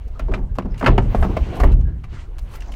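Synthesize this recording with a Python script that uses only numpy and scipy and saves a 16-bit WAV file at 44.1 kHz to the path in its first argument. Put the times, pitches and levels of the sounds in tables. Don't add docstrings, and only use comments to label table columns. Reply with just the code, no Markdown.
import sys
import numpy as np
from scipy import signal
from scipy.io import wavfile

SR = 44100
rng = np.random.default_rng(int(sys.argv[2]) if len(sys.argv) > 2 else 0)


def gain_from_decibels(decibels):
    exponent = np.asarray(decibels, float) / 20
    return 10 ** exponent


def int16_out(signal):
    q = np.round(np.clip(np.atleast_2d(signal).T, -1, 1) * 32767)
    wavfile.write(sys.argv[1], SR, q.astype(np.int16))


N = 121275


def rms_one(x):
    return x / np.sqrt(np.mean(x ** 2) + 1e-20)


def decay(t60):
    return gain_from_decibels(-60 / (t60 * SR))


def drift(rate_hz):
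    r = np.exp(-80 * np.pi * rate_hz / SR)
    slow = signal.lfilter([1], [1, -2 * r, r * r], rng.standard_normal(N // 40 + 2002))[2000:]
    return np.interp(np.arange(N) / 40, np.arange(len(slow)), rms_one(slow))


def ring(clicks, hz, t60):
    r = decay(max(t60, .003))
    w = 2 * np.pi * hz / SR
    return signal.lfilter([0, np.sin(w)], [1, -2 * r * np.cos(w), r * r], clicks + 1e-18)


def band(x, low_hz, high_hz):
    sos = signal.butter(2, [low_hz, min(high_hz, 19000)], "band", fs=SR, output="sos")
    return signal.sosfilt(sos, x)


def swell(start_s, length_s):
    t = np.arange(N) / SR
    return np.exp(-((t - start_s - length_s / 2) / length_s * 2) ** 2)


def random_signs(count):
    return rng.choice([-1, 1], count)


def coloured(sources, spectrum, patchy_db, lead=np.zeros((2, 0))):
    hz, db = np.transpose(spectrum)
    out, together = 0, drift(4)
    edges = 17 * 2 ** np.arange(0, 10.1, .5)
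    for k, (low, high) in enumerate(zip(edges, edges[1:])):
        level = np.interp(np.log(low * high) / 2, np.log(hz), db, left=-90)
        flicker = patchy_db * (0.53 * together + drift(9.9))
        noise = np.r_[lead[k % 2], sources[k % 2]]
        out = out + gain_from_decibels(level + flicker) * band(noise, low, high)[-N:]
    return out


# (frequency [Hz], density [dB per Hz])
YARD_SPECTRUM = [(11, -32), (18, 9.5), (72, 0), (156, -48), (1240, -54.5), (1700, -49), (4330, -60.5),
                 (14700, -70), (16000, -89)]
YARD_DB, YARD_PATCH_DB = -28.5, 2.0


def yard():
    white = rng.standard_normal((2, N))
    air = coloured(white, YARD_SPECTRUM, YARD_PATCH_DB, lead=white[:, -SR // 2:])
    return gain_from_decibels(YARD_DB) * rms_one(air)


# (frequency [Hz], level [dB], t60 [s])
ENGINE_NOTES = [
    (59.84, -39.5, 0.91),
    (121, -50.5, 0.54),
]


def hum():
    out = 0
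    for hz, db, t60 in ENGINE_NOTES:
        out = out + gain_from_decibels(db) * rms_one(ring(rng.standard_normal(N + SR), hz, t60)[SR:])
    return out


# (time [s], effort [dB], grittiness [dB])
SLIDE = [(0, -57, -0.5), (.25, -57.5, 5), (.45, -59, -4), (.69, -76.5, 17), (.79, -57.5, 7.5),
         (0.951, -54.5, 5.5), (1.2, -39.5, -0.5), (1.45, -43.5, 5), (1.572, -37.5, 0.5), (1.639, -35.5, -5),
         (1.731, -56.5, 11.5), (1.771, -72.5, 10), (2.079, -63, 6.5), (2.14, -58, 12), (2.221, -55.5, 9.5),
         (2.28, -60, -4), (2.499, -60.5, 8), (2.75, -48.5, 0)]
# (frequency [Hz], density [dB per Hz])
SCRAPE_SPECTRUM = [(76, -63), (130, -12.5), (577, -18), (1320, -27.5), (1820, -33), (2050, -30),
                   (3610, -44), (13100, -62.5), (16000, -51.5)]
# (frequency [Hz], level [dB], t60 [s])
BOARD_MODES = [(186.5, 16.5, 0.41), (247.6, 11, 0.21), (368.3, 1.5, 0.14), (442.4, -2, 0.061),
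               (581, -1.5, 0.058), (731, -1.5, 0.017), (888, -8, 0.044), (1064.5, -13, 0.08),
               (1239, -9, 0.034), (1276, -9, 0.035), (1640, -11.5, 0.019), (2057, -15, 0.032),
               (2178, -7.5, 0.014), (2760, -11.5, 0.021)]
RUB_DB, RUB_PATCH_DB, GRIT_SPREAD_DB, SNAG_DB = 7, 3.2, 0, -7
SNAGS_PER_S = 440


def scrape():
    s, effort_db, gritty_db = np.transpose(SLIDE)
    t = np.arange(N) / SR
    effort = gain_from_decibels(np.interp(t, s, effort_db))
    grit = rng.standard_normal((2, N)) * gain_from_decibels(GRIT_SPREAD_DB * drift(90))
    rub = coloured(grit, SCRAPE_SPECTRUM, RUB_PATCH_DB)
    rub = rub + (gain_from_decibels(np.interp(t, s, gritty_db)) - 1) * band(rub, 916, 10000)

    caught = rng.random(N) < SNAGS_PER_S * gain_from_decibels(5.0 * drift(12)) / SR
    force = gain_from_decibels(5.0 * np.minimum(rng.exponential(1, N), 4))
    snags = caught * force * random_signs(N)
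    dealt = rng.integers(0, len(BOARD_MODES), N)
    rings = 0
    for k, (hz, level, t60) in enumerate(BOARD_MODES):
        rings = rings + gain_from_decibels(level / 2) * ring(snags * (dealt == k), hz, t60 * 0.54)

    rub = rub / np.std(band(rub, 440, 5300))
    return gain_from_decibels(RUB_DB) * effort * (rub + gain_from_decibels(SNAG_DB) * rms_one(rings))


RING_SLOPE_DB = 6.0
MODE_CHANCE_DB, MODE_SPREAD = 2.0, .03


def ringing_boards(touches, centre):
    wood = 0
    chance = rng.standard_normal((2, len(BOARD_MODES)))
    for k, ((hz, level, t60), a, b) in enumerate(zip(BOARD_MODES, *chance)):
        off_centre = np.log2(hz / 250) - centre
        height = gain_from_decibels(level + MODE_CHANCE_DB * a - RING_SLOPE_DB * off_centre ** 2) * (-1) ** k
        pair = ring(touches, hz * (1 + MODE_SPREAD * b), t60)
        pair = pair + ring(touches, hz * (1.07 - MODE_SPREAD * a), t60 * 0.67)
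        wood = wood + height * pair
    return wood / np.max(np.abs(wood))


# (time [s], peak level [dB], crack re peak [dB], ring centre [octaves above 250 Hz], rattle [s])
TICKS = [(.079, -50.5, -0.5, 1.7, .006), (.384, -26.5, -46, 1.1, 0.022), (.552, -37.5, -10, 2.5, 0.019),
         (.621, -38.5, -26.5, 3.1, 0.0046), (.743, -38, -17, 3, 0.005), (.777, -35, -5.5, 3.5, 0.038),
         (1.125, -24, -37, 1.16, 0.0065), (1.718, -38, -6, 4.4, 0.019), (1.811, -40.5, -7.5, 2.9, 0.0012),
         (2.037, -33, -16.5, 2.82, 0.015), (2.384, -33.5, -3.5, 3.2, 0.0096), (2.538, -32, -8.5, 3, 0.0064),
         (2.554, -32, -7, 3.16, .004), (2.605, -36, -7, 4.1, 0.016), (2.621, -31.5, -18, 3.4, .003),
         (2.72, -36.5, -5, 4.4, 0.0025), (2.739, -35.5, -9, 3.4, 0.0068)]
KNOCKS = [(.194, -19.5, -18.5, 2.27, 0.0067), (.284, -18, -61, 0.84, 0.014), (.314, -19.5, -35, 1.6, 0.086),
          (.338, -15, -41, 2.8, 0.0096), (.585, -11.5, -24, 1.64, 0.0035), (.655, -16.5, -38, 0.78, 0.0043),
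          (.81, -16.5, -37, 2.02, 0.0089), (.825, -9.5, -42, 1.48, 0.013), (.843, -15, -29.5, 2.47, 0.0098),
          (.861, -1.5, -35, 2.72, 0.022), (.874, -5, -51.5, 2.12, 0.012), (.979, -6, -29, 1.83, 0.0067),
          (1.147, -9.5, -34, 1.44, 0.0018), (1.225, -11, -32, 2.06, 0.029), (1.243, -13, -43, 1.08, 0.028),
          (1.367, -11, -31, 2.1, 0.011), (1.54, -33, -25.5, 2.3, 0.022), (1.599, -11.5, -21, 2.16, 0.015),
          (1.635, -11, -26.5, 1.8, 0.011), (1.645, -15.5, -42, 1.38, 0.025)]
KNOCK_DB, TOUCHES_PER_S = -2, 900
REBOUND = .6
CLEAN_BLOW_S = .008
CRACK_DB, CRACK_T60_S = -3, 0.017
CRACK_RISE = .25
SNAP = 2.5
TAIL_DB, TAIL_T60_S = -11.5, 0.074


def knocks(table):
    out, t = np.zeros(N + SR), np.arange(SR // 4) / SR
    for s, db, crack_db, centre, rattle in table:
        rattle = max(rattle, .001)
        met, force = rng.random((2, len(t)))
        hiss, thud = rng.standard_normal((2, len(t)))
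        fade = np.exp(-(t / rattle) ** 2)
        touches = (met < TOUCHES_PER_S / SR) * (2 * force - 1) * fade * REBOUND
        touches[0] = REBOUND * min(1, CLEAN_BLOW_S / rattle)
        wood = ringing_boards(touches, centre)

        shaken = signal.lfilter([1], [1, -decay(CRACK_T60_S)], np.abs(touches))
        shaken = shaken / shaken.max() * (1 - np.exp(-t / (CRACK_RISE * rattle)))
        hiss = rms_one(band(hiss, 2400, 21700) + 1.8 * band(hiss, 3800, 7300))
        snap = band(touches, 2100, 9100)
        crack = gain_from_decibels(crack_db + CRACK_DB) * (hiss * shaken + SNAP * snap / snap.max())

        thud = rms_one(band(thud, 110 * 2 ** centre, 450 * 2 ** centre))
        tail = gain_from_decibels(TAIL_DB - 60 * t / TAIL_T60_S) * thud * (1 - np.exp(-500 * t))
        i = int(s * SR)
        out[i:i + len(t)] += gain_from_decibels(db + KNOCK_DB) * (wood + crack + tail)
    return out[:N]


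# (time [s], length [s], frequency [Hz], level [dB])
SQUEAKS = [
    (0.141, 0.046, 1250, -53),
    (1.841, 0.084, 1630, -53),
    (2.558, 0.018, 14800, -55),
]


def squeaks():
    out = 0
    for s, length, hz, db in SQUEAKS:
        out = out + gain_from_decibels(db) * swell(s, length) * rms_one(ring(rng.standard_normal(N), hz, 0.027))
    return out


def dying(at, db, t60, low_hz, high_hz):
    clicks = np.zeros(N)
    clicks[at] = gain_from_decibels(db)
    noise = rng.standard_normal(N)
    noise = noise * signal.lfilter([1], [1, -decay(t60)], clicks)
    noise = band(band(noise, low_hz, high_hz * 3.22), low_hz, high_hz)
    return noise * np.sqrt(SR / 2 / (high_hz - low_hz))


# (time [s], low modes [dB], panel modes [dB], upper modes [dB])
SHOVES = [(0.213, -14, -41, -25.5), (0.299, -14, -21, -20.5), (0.411, -16.5, -14, -34.5),
          (0.5, -18.5, -16.5, -36.5), (0.571, -30, -33, -24), (0.647, -19.5, -21, -19.5),
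          (0.708, -15.5, -42, -59), (0.858, -37, -42, -10.5), (0.883, -3, -26, -5),
          (0.977, -10.5, -8.5, -16), (1.049, -11.5, -34, -41), (1.149, -9, -6, -36),
          (1.198, -8.5, -2.5, -23.5), (1.291, -28, -40, -13), (1.4, -15, -4, -40), (1.465, -24, -18.5, -23),
          (1.602, -9.5, -0.5, -11), (1.649, -4, -2, -15), (1.71, -5.5, 1.5, -34), (1.788, -19, -5.5, -31.5),
          (1.871, -42, -37, -29.5), (2.12, -32, -28, -31.5), (2.28, -41, -26, -51), (2.431, -20, -53, -40)]
# (frequency [Hz], level [dB], t60 [s])
BOX_LOW = [(26.5, 1, 0.26), (38.7, 5, 0.39)]
BOX_PANEL = [(58.26, -5.5, 0.41), (68, -12.5, 1)]
BOX_UPPER = [(96.7, -6, 0.62), (121.6, -3.5, 0.62), (160.3, -5, 0.31)]
# (lowest [Hz], highest [Hz])
HOLLOW_HZ = (106, 420)
HOLLOW_DB, HOLLOW_T60_S = -13, 0.41
SWAY_DB, SWAY_T60_S = -16, 1
SHOVE_SOFT_HZ = 148


def box():
    rows, out = np.array(SHOVES), 0
    at = (rows[:, 0] * SR).astype(int)
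    for column, modes in enumerate([BOX_LOW, BOX_PANEL, BOX_UPPER], 1):
        for hz, db, t60 in modes:
            clicks = np.zeros(N)
            clicks[at] = gain_from_decibels(rows[:, column] + db - 4.5) * random_signs(len(rows))
            out = out + ring(clicks, hz, t60)
    boom = signal.sosfilt(signal.butter(2, SHOVE_SOFT_HZ, fs=SR, output="sos"), out)
    hollow = dying(at, rows[:, 3] + HOLLOW_DB, HOLLOW_T60_S, *HOLLOW_HZ)
    sway = dying(at, rows[:, 1] + SWAY_DB, SWAY_T60_S, 27, 96.8)
    return boom + hollow + sway


# (time [s], frequency [Hz], peak level [dB], t60 [s])
PLANKS = [(.284, 910, -26.5, 0.017), (.339, 2440, -17, 0.0056), (.586, 710, -17, 0.013),
          (.586, 1035, -13, 0.017), (.586, 2630, -23.5, 0.011), (.5855, 4250, -27.5, 0.0036),
          (.814, 1480, -22, 0.014), (.8258, 2220, -26, .012), (.829, 1200, -10.5, 0.0086),
          (.8615, 1424, -4, 0.017), (.862, 2570, -12, 0.0095), (.862, 4210, -22, 0.011),
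          (.875, 1350, -18, .014), (.877, 2600, -14, 0.0066), (.9798, 2890, -19, 0.025),
          (.9812, 770, -5.5, 0.0098), (.984, 2200, -15, 0.0093), (.987, 1340, -12.5, 0.0066),
          (1.1473, 690, -5, 0.017), (1.1475, 1630, -31, 0.034), (1.226, 815, -11, 0.0088),
          (1.229, 1590, -18.5, 0.016), (1.368, 648, -10.5, 0.026), (1.633, 557, -10.5, 0.019),
          (1.636, 1870, -15, 0.017), (1.642, 1100, -18, 0.027)]
# (time [s], frequency [Hz], peak level [dB])
SPECKS = [(.709, 5160, -53), (.72, 5150, -48), (.744, 5060, -49), (.743, 1960, -39), (.779, 6800, -46),
          (1.718, 3920, -43.5), (2.041, 1165, -33), (.623, 2880, -45), (2.623, 5850, -44.5),
          (2.622, 2770, -41), (2.684, 6050, -45), (2.721, 10200, -52), (2.723, 3040, -36),
          (2.737, 2860, -39)]
SPECK_T60_S = 0.019
CONTACT_CYCLES = 0.26


def pings(table):
    out = np.zeros(N)
    for s, hz, db, t60 in table:
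        push = np.hanning(int(CONTACT_CYCLES * SR / hz) + 3)
        note = ring(np.r_[push, np.zeros(SR // 10)], hz, t60)
        i = int(s * SR)
        out[i:i + len(note)] -= (gain_from_decibels(db) * note / note.max())[:N - i]
    return out


# (time [s], length [s], level [dB], lowest [Hz], highest [Hz])
RASPS = [(0.872, 0.092, -45.5, 1180, 3800), (1.273, 0.079, -59.5, 1500, 6500),
         (1.38, 0.19, -56, 1480, 7700), (0.486, .05, -61, 1440, 1730), (0.773, 0.04, -60, 3000, 12000),
         (1.014, 0.053, -58, 3000, 9000), (1.149, .04, -55, 3000, 14000), (1.196, 0.051, -53, 4000, 15000),
         (1.55, 0.028, -51, 2000, 14000), (2.122, .12, -55.5, 1790, 7800),
         (2.382, 0.12, -68.5, 4000, 15000), (2.512, 0.07, -53.5, 3000, 15000),
         (2.634, 0.13, -59.5, 3960, 7500)]
RASP_GRAINS_PER_S, RASP_SPREAD_DB = 5000, 3.0


def rasps():
    caught = rng.random(N) < RASP_GRAINS_PER_S / SR
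    force = gain_from_decibels(RASP_SPREAD_DB * np.minimum(rng.exponential(1, N), 4) + 2 * drift(40))
    grains = caught * force * random_signs(N)
    out = 0
    for s, length, db, low_hz, high_hz in RASPS:
        bright = band(band(grains, low_hz, high_hz), low_hz, high_hz)
        out = out + gain_from_decibels(db) * swell(s, length) * rms_one(bright)
    return out


# (delay [s], level [dB])
ECHOES = [
    (.011, -14),
    (.023, -18),
    (.041, -21),
]
ECHO_DULL = .8


def echoes(hits):
    dull = signal.lfilter([1 - ECHO_DULL], [1, -ECHO_DULL], hits)
    return sum(gain_from_decibels(db) * np.r_[np.zeros(int(s * SR)), dull][:N] for s, db in ECHOES)


def scene():
    specks = [(*row, SPECK_T60_S) for row in SPECKS]
    hits = knocks(KNOCKS) + knocks(TICKS) + pings(PLANKS) + pings(specks)
    return (hits + echoes(hits) + box() + scrape() + squeaks() + yard() + rasps() + hum())[None]


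def top_cut(x):
    return signal.sosfilt(signal.butter(12, 16700, fs=SR, output="sos"), x)


MIC_CUT_HZ, TOP_HZ = 15.7, 15900


def record(dry):
    cut = signal.sosfilt(signal.butter(2, MIC_CUT_HZ, "high", fs=SR, output="sos"), dry)
    rounded = 1.5 * np.tanh(cut / 1.5)
    mix = signal.sosfilt(signal.ellip(10, .3, 60, TOP_HZ, fs=SR, output="sos"), rounded)
    return top_cut(mix)


dry = scene()
out = record(dry)
int16_out(out)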